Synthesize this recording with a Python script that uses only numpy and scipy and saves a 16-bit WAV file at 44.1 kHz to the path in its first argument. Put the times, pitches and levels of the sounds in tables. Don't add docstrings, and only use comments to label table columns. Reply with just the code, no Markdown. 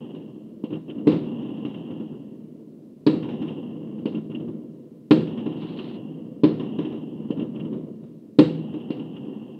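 import sys
import numpy as np
from scipy import signal
from scipy.io import wavfile
from scipy.ndimage import uniform_filter1d

SR = 44100
rng = np.random.default_rng(int(sys.argv[2]) if len(sys.argv) > 2 else 0)


def digitize_waveform(pressure):
    field = np.atleast_2d(pressure).T
    bounded = np.clip(field, -1, 1)
    quanta = np.round(bounded * 32767).astype(np.int16)
    wavfile.write(sys.argv[1], SR, quanta)


N = 422919

# start in seconds; thud, boom, crack, its tail against it and sizzle in dB;
# pane clack in Hz and in dB; street roll in dB; its treble hold in seconds; far answer in dB.
SHELLS = [(1.07, -7, -21.5, -40, 3.5, -57, 1820, -41, 0.4, 0.81, -6.5),
          (3.0652, -8, -22, -31, -5.5, -54.5, 4260, -33.5, 0.5, 0.46, 2.5),
          (5.1082, -4.3, -21, -23, -9, -50, 1630, -35.5, 0.6, 0.78, 1.5),
          (6.4347, -6, -22, -33, -4.5, -72, 4090, -46, 0.2, 0.43, 5.5),
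          (8.3869, -2.5, -22.3, -25.5, -6, -47.5, 4000, -30.5, -2.5, 1.04, -4.5)]
# start in seconds; thump, boom, crack and pane ring in dB;
# delay of the far knock in seconds; echo strength in dB.
MORTARS = [(0.6384, -17, -37, -54.5, -52.5, 0.26, 1), (4.0564, -13, -42.5, -43.5, -45, 0.29, 1),
           (7.3049, -14.5, -32.5, -54, -49.5, .290, 2), (8.9042, -15, -34, -44, -48, .259, -3.5)]
# delay in milliseconds, level in dB.
NEAR_WALLS = [(4.2, -4), (7.0, 2.5), (10, -8), (13.8, -4), (17.5, -3), (20.4, -9), (26.3, -9), (30.0, -7.5),
              (36.3, -10), (42.5, -10.5)]
# delay after the blast in seconds, then thud, snap and pane ring in dB.
SHELL_SLAPS = [(.162, -29.5, -48, -54), (.352, -27, -47.5, -52.5), (.414, -28, -55, -52)]
MORTAR_SLAPS = [(.066, -27, -57, -59.5), (.089, -24, -55, -48.5), (.112, -25, -62, -53.5),
                (.242, -29.5, -65, -60.5), (.254, -31, -67, -54), (0.343, -30, -63, -59),
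                (.422, -30, -63, -66.5)]
# start in seconds, then thud, snap and pane ring in dB.
STRAY_POPS = [(0.147, -30.5, -55.5, -58), (1.117, -21, -37.5, -47.5), (1.57, -32, -58, -65),
              (1.65, -23, -47, -46.5), (1.741, -31.5, -55, -49), (1.905, -23, -61, -56),
              (2.0, -25.5, -61, -60), (2.123, -29, -71, -76), (3.288, -24.5, -43, -55),
              (3.478, -31, -52, -48.5), (3.981, -29, -63, -63), (5.374, -25, -46.5, -48),
              (5.62, -26.5, -48, -49), (5.787, -25.5, -47.5, -43), (6.923, -27, -50, -66),
              (7.727, -28, -55.5, -61), (8.03, -36, -62.5, -75)]
# frequency in Hz, width in Hz, level in dB.
GLASS_MODES = [(1220, 12, -13), (1384, 38, -1), (1710, 13, -1), (1840, 14, 0.5), (2772, 45, 1),
               (3870, 7.2, 4.5), (4220, 12, -1.5)]
STANDING_WAVES = [(132.3, 6.9, -7.5), (160.9, 3.4, 6.5), (216.6, 7.7, -1), (237.1, 3, -1), (310.3, 17, -3),
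                  (380.2, 7.5, -0.5), (435.6, 11, -9.5), (500, 8.5, 1.5), (620, 1.5, 1.5), (715, 5, -9),
                  (1012, 8, -3)]
# frequency in Hz, seconds to fall by 60 dB.
ROOM_DECAY = [(100, 0.47), (300, 0.54), (1000, 0.35), (3000, 0.43), (8000, 0.38)]
# frequency in Hz, relative level in dB.
SHELL_THUD = [(20, -60), (50, -39.5), (80, -23.5), (125, -9.5), (200, -4.5), (290, -1.5), (430, -9),
              (560, -17.5), (720, -41.5), (1000, -29), (1400, -59), (3000, -71), (5500, -76), (16000, -92)]
STREET_THUMP = [(20, -43), (50, -34.5), (80, -22), (125, -11.5), (200, 2), (290, 5.5), (430, -8.5),
                (580, -21.5), (750, -29), (1000, -26.5), (1500, -49), (5500, -81.5)]
HOLLOW_BODY = [(200, -30), (380, -5), (450, 3), (540, -3), (680, -16.5), (1000, -19.5), (2000, -63.5)]
FACADE_BOOM = [(25, -51.5), (70, -27), (100, -12.5), (130, -3.5), (160, 2), (185, -3), (230, -1),
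               (300, 3.5), (450, -8), (700, -23), (1000, -26), (1500, -37), (4000, -69.5)]
BLAST_CRACK = [(300, -14), (650, 5.5), (1000, 8), (1400, -2.5), (2300, -1.5), (2900, 2), (4300, -5),
               (5200, -16), (6300, -30.5), (8200, -37), (10000, -55.5), (16000, -61)]
TOP_SIZZLE = [(3000, -20.5), (4500, 4.5), (5500, 1), (6500, -1.5), (8200, 1), (9300, -13.5), (10300, -27.5),
              (16000, -41.5)]
GLASS_LEAK = [(600, -10.5), (1100, -9), (1600, -14), (2400, -7), (2650, 2.5), (2850, 8.5), (3200, 3.5),
              (3700, -17), (4400, -37), (6000, -42.5), (10000, -51)]
STAR_CRACKLE = [(400, -5), (1000, 5), (1600, -4), (2300, -3), (2900, 5), (4200, -2.5), (5200, -23),
                (6500, -37.5), (11000, -46.5)]
SLAP_SNAP = [(300, -11.5), (650, 4.5), (1000, 8.5), (1400, -5.5), (2300, -5.5), (2900, -4), (3700, -3.5),
             (4400, -24.5), (5600, -24), (7000, -39.5), (12000, -50.5)]
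ROLL_RUMBLE = [(25, -59.5), (70, -34.5), (115, -14.5), (150, -7.5), (185, -7.5), (225, -0.5), (320, -6),
               (480, -15.5), (680, -27), (1000, -35), (1500, -55), (5000, -86.5)]
ROLL_MIDRANGE = [(300, -22.5), (550, 0), (750, 13.5), (1050, 5), (1400, -11), (2300, -10), (4000, -45.5),
                 (8000, -67)]
TOWN_MURMUR = [(25, -11), (70, -3), (160, 12), (300, 7), (600, -15), (1200, -22.5), (3000, -20.5),
               (6000, -25.5), (15000, -27.5)]

# delay and build-up in seconds, rumble in dB, its fade in dB/s,
# treble in dB, its steady sag in dB/s, its extra fade after the hold in dB/s.
STREET_ROLL = (0.0762, 0.15, -29, 9.5, -54.5, 5, 35.5)
FAR_BLOCK_ROLL = (0.67, 0.53, -25.3, 34, -54.5, 10, 42)
NEAR_HOUSES_ROLL = (0.24, 0.22, -22, 55, -54, 40, 88.5)
STREET_END_ROLL = (0, 0.63, -31, 25, -57, 21.5, 15)

FAR_KNOCK_DB = (-31, -60, -48)
FACADE_DELAY_S = 0.052
FAR_BLOCK_DELAY_S, FAR_BLOCK_DB = 0.351, -19
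BODY_DB, SLAP_SCATTER_DB = -21.5, -9
MID_TREBLE_SHARE, MID_DB = 0.56, -5.5
CRACKLE_START_S, CRACKLE_PEAK_S, CRACKLE_END_S, CRACKLE_EDGE_S = 5.55, 5.816, 5.96, 0.039
CRACKLE_DB, CRACKLE_SWELL_DB_PER_S, CRACKLE_THIN_DB_PER_S = -51, 23, 46
NIGHT_DB = -60.5
LOWPASS_HZ = 15750


def shell_bursts():
    out = np.zeros(N)
    for s, thud_db, boom_db, crack_db, tail_db, sizzle_db, clack_hz, clack_db, *_, far_db in SHELLS:
        thud = gain_of(thud_db) * wall_thud()
        add(out, s, thud)
        add(out, s + FAR_BLOCK_DELAY_S, gain_of(far_db + FAR_BLOCK_DB) * thud)
        add(out, s, gain_of(thud_db + BODY_DB) * crack(HOLLOW_BODY, peak_s=0.013, tail_db=-4.5))
        add(out, s + FACADE_DELAY_S, gain_of(boom_db) * room_tail(FACADE_BOOM, rise_s=0.0033))
        add(out, s, gain_of(crack_db) * crack(BLAST_CRACK, peak_s=0.0053, tail_db=tail_db))
        add(out, s, gain_of(sizzle_db) * crack(TOP_SIZZLE, peak_s=0.0017, tail_db=-6))
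        band = [(clack_hz / 2, -50), (clack_hz / 1.15, -10), (clack_hz, 0),
                (clack_hz * 1.15, -10), (clack_hz * 1.6, -60)]
        add(out, s, gain_of(clack_db) * crack(band, peak_s=0.0033, tail_db=-16.5))
    return out


def wall_thud():
    out, thud = np.zeros(SR // 4), pulse(SHELL_THUD)
    add(out, 0, thud)
    for delay_ms, wall_db in NEAR_WALLS:
        path_ms = delay_ms + rng.uniform(-0.23, 0.15)
        add(out, path_ms / 1000, gain_of(wall_db) * thud)
    return out


def crack(colour, peak_s, tail_db):
    size = SR // 2
    age = np.arange(size) / SR / peak_s
    rush = tinted(rng.standard_normal(size), colour) * age * np.exp(1 - age)
    return rush + gain_of(tail_db) * room_tail(colour, rise_s=0.0024, size=size)


def mortar_shots():
    out, thump = np.zeros(N), pulse(STREET_THUMP)
    for s, thump_db, boom_db, crack_db, pane_db, *_ in MORTARS:
        add(out, s, gain_of(thump_db) * thump)
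        add(out, s, gain_of(thump_db + BODY_DB) * crack(HOLLOW_BODY, peak_s=0.012, tail_db=-10.5))
        add(out, s + FACADE_DELAY_S, gain_of(boom_db) * room_tail(FACADE_BOOM, rise_s=0.014))
        add(out, s, gain_of(crack_db) * crack(BLAST_CRACK, peak_s=0.0025, tail_db=-7))
        add(out, s, gain_of(pane_db) * crack(GLASS_LEAK, peak_s=0.0092, tail_db=-15))
    return out


def crackling_stars():
    pops = patter(per_s=140, spread_db=2.5, smear_s=0.014, smear_db=7)
    t = np.arange(N) / SR
    inside_s = np.minimum(t - CRACKLE_START_S, CRACKLE_END_S + CRACKLE_EDGE_S - t)
    burning = np.clip(inside_s / CRACKLE_EDGE_S, 0, 1)
    past_peak_s = t - CRACKLE_PEAK_S
    below_peak_db = np.maximum(-CRACKLE_SWELL_DB_PER_S * past_peak_s, CRACKLE_THIN_DB_PER_S * past_peak_s)
    return steadied(tinted(pops, STAR_CRACKLE)) * burning * gain_of(CRACKLE_DB - below_peak_db)


def slaps():
    out, thud = np.zeros(N), pulse(STREET_THUMP)
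    for s, thud_db, snap_db, pane_db in STRAY_POPS + facade_echoes():
        add(out, s, gain_of(thud_db) * thud)
        add(out, s, gain_of(thud_db + SLAP_SCATTER_DB) * crack(FACADE_BOOM, peak_s=0.012, tail_db=-14))
        add(out, s, gain_of(snap_db) * crack(SLAP_SNAP, peak_s=0.0018, tail_db=-3))
        add(out, s, gain_of(pane_db) * crack(GLASS_LEAK, peak_s=0.006, tail_db=-26))
    return out


def facade_echoes():
    blasts = [(s, far_db, SHELL_SLAPS) for s, *_, far_db in SHELLS]
    for s, *_, knock_s, echo_db in MORTARS:
        blasts.append((s, echo_db, MORTAR_SLAPS + [(knock_s, *FAR_KNOCK_DB)]))
    return [(s + delay_s, *(db + np.array(levels_db)))
            for s, db, fronts in blasts for delay_s, *levels_db in fronts]


def rolling_echoes():
    rumble_db, treble_db = roll_levels()
    middle_db = rumble_db + MID_TREBLE_SHARE * (treble_db - rumble_db) + MID_DB
    echoes = pane_and_room(patter(per_s=350, spread_db=1, smear_s=0.018, smear_db=3))
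    layers = (ROLL_RUMBLE, rumble_db), (ROLL_MIDRANGE, middle_db), (GLASS_LEAK, treble_db)
    return sum(gain_of(db) * steadied(tinted(echoes, colour)) for colour, db in layers)


def roll_levels():
    power = echo_wave(STREET_ROLL, s=-0.69, db=-1.4, hold_s=0.72)
    for s, *_, roll_db, hold_s, far_db in SHELLS:
        power += echo_wave(STREET_ROLL, s, roll_db, hold_s) + echo_wave(FAR_BLOCK_ROLL, s, far_db)
    for s, *_, echo_db in MORTARS:
        power += echo_wave(NEAR_HOUSES_ROLL, s, echo_db) + echo_wave(STREET_END_ROLL, s, echo_db)
    return 10 * np.log10(power + 1e-14)


def echo_wave(shape, s, db, hold_s=0.076):
    delay_s, rise_s, rumble_db, rumble_fade, treble_db, treble_sag, treble_fade = shape
    age = np.maximum(np.arange(N) / SR - s - delay_s, 0)
    rumble = rumble_db - rumble_fade * age
    treble = treble_db - treble_sag * age - treble_fade * np.maximum(age - hold_s, 0)
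    build_up = np.minimum(age / rise_s, 1)
    return (build_up * gain_of(db) * gain_of([rumble, treble])) ** 2


def pane_and_room(x):
    t = np.arange(SR) / SR
    ring = np.zeros(SR)
    for hz, width_hz, db in GLASS_MODES + STANDING_WAVES:
        decay = 2 * np.pi * width_hz / SR * np.exp(-np.pi * width_hz * t)
        ring += gain_of(db) * decay * np.cos(2 * np.pi * hz * t)
    return x + signal.fftconvolve(x, ring)[:N]


def room_tail(colour, rise_s, size=SR):
    hz, t, bands = signal.stft(tinted(rng.standard_normal(size), colour), SR, nperseg=512)
    decay = gain_of(-60 * t / value_at(ROOM_DECAY, hz)[:, None])
    tail = signal.istft(bands * decay, SR, nperseg=512)[1][:size]
    return tail * (1 - np.exp(-np.arange(size) / SR / rise_s))


def night_town():
    return gain_of(NIGHT_DB) * tinted(rng.standard_normal(N), TOWN_MURMUR)


def patter(per_s, spread_db, smear_s, smear_db):
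    arrivals = rng.random(N) < per_s / SR
    clicks = arrivals * rng.choice([-1, 1], N) * gain_of(spread_db * rng.standard_normal(N))
    step = 1 / (smear_s * SR)
    power = signal.lfilter([step], [1, -np.exp(-step)], clicks ** 2)
    return clicks + gain_of(smear_db) * np.sqrt(power) * rng.standard_normal(N)


def pulse(colour, size=8192):
    log_gain = value_at(colour, abs(np.fft.fftfreq(size, 1 / SR))) * np.log(10) / 20
    spectrum = np.exp(np.conj(signal.hilbert(log_gain)))
    wave = np.fft.ifft(spectrum).real[:size // 2]
    return wave / abs(wave).max()


def tinted(x, colour):
    filtered = signal.fftconvolve(x, pulse(colour))[:len(x)]
    return filtered / np.sqrt(np.mean(filtered ** 2) + 1e-20)


def steadied(x, size=3500):
    return x / np.sqrt(abs(uniform_filter1d(x ** 2, size)) + 1e-9)


def value_at(points, hz):
    table_hz, values = np.transpose(points)
    return np.interp(np.log(hz + 1), np.log(table_hz + 1), values)


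def gain_of(db):
    return 10 ** (np.asarray(db) / 20)


def add(mix, s, sound):
    part = mix[max(round(s * SR), 0):][:len(sound)]
    part += sound[:len(part)]


def scene():
    indoors = pane_and_room(shell_bursts() + mortar_shots() + slaps() + night_town())
    return (indoors + rolling_echoes() + crackling_stars())[None]


def record(dry):
    rounded = dry / (1 + dry ** 8) ** (1 / 8)
    lowpass = signal.firwin(511, LOWPASS_HZ, window=("kaiser", 9), fs=SR)
    return signal.oaconvolve(rounded, lowpass[None], "same")


dry = scene()
out = record(dry)
digitize_waveform(out)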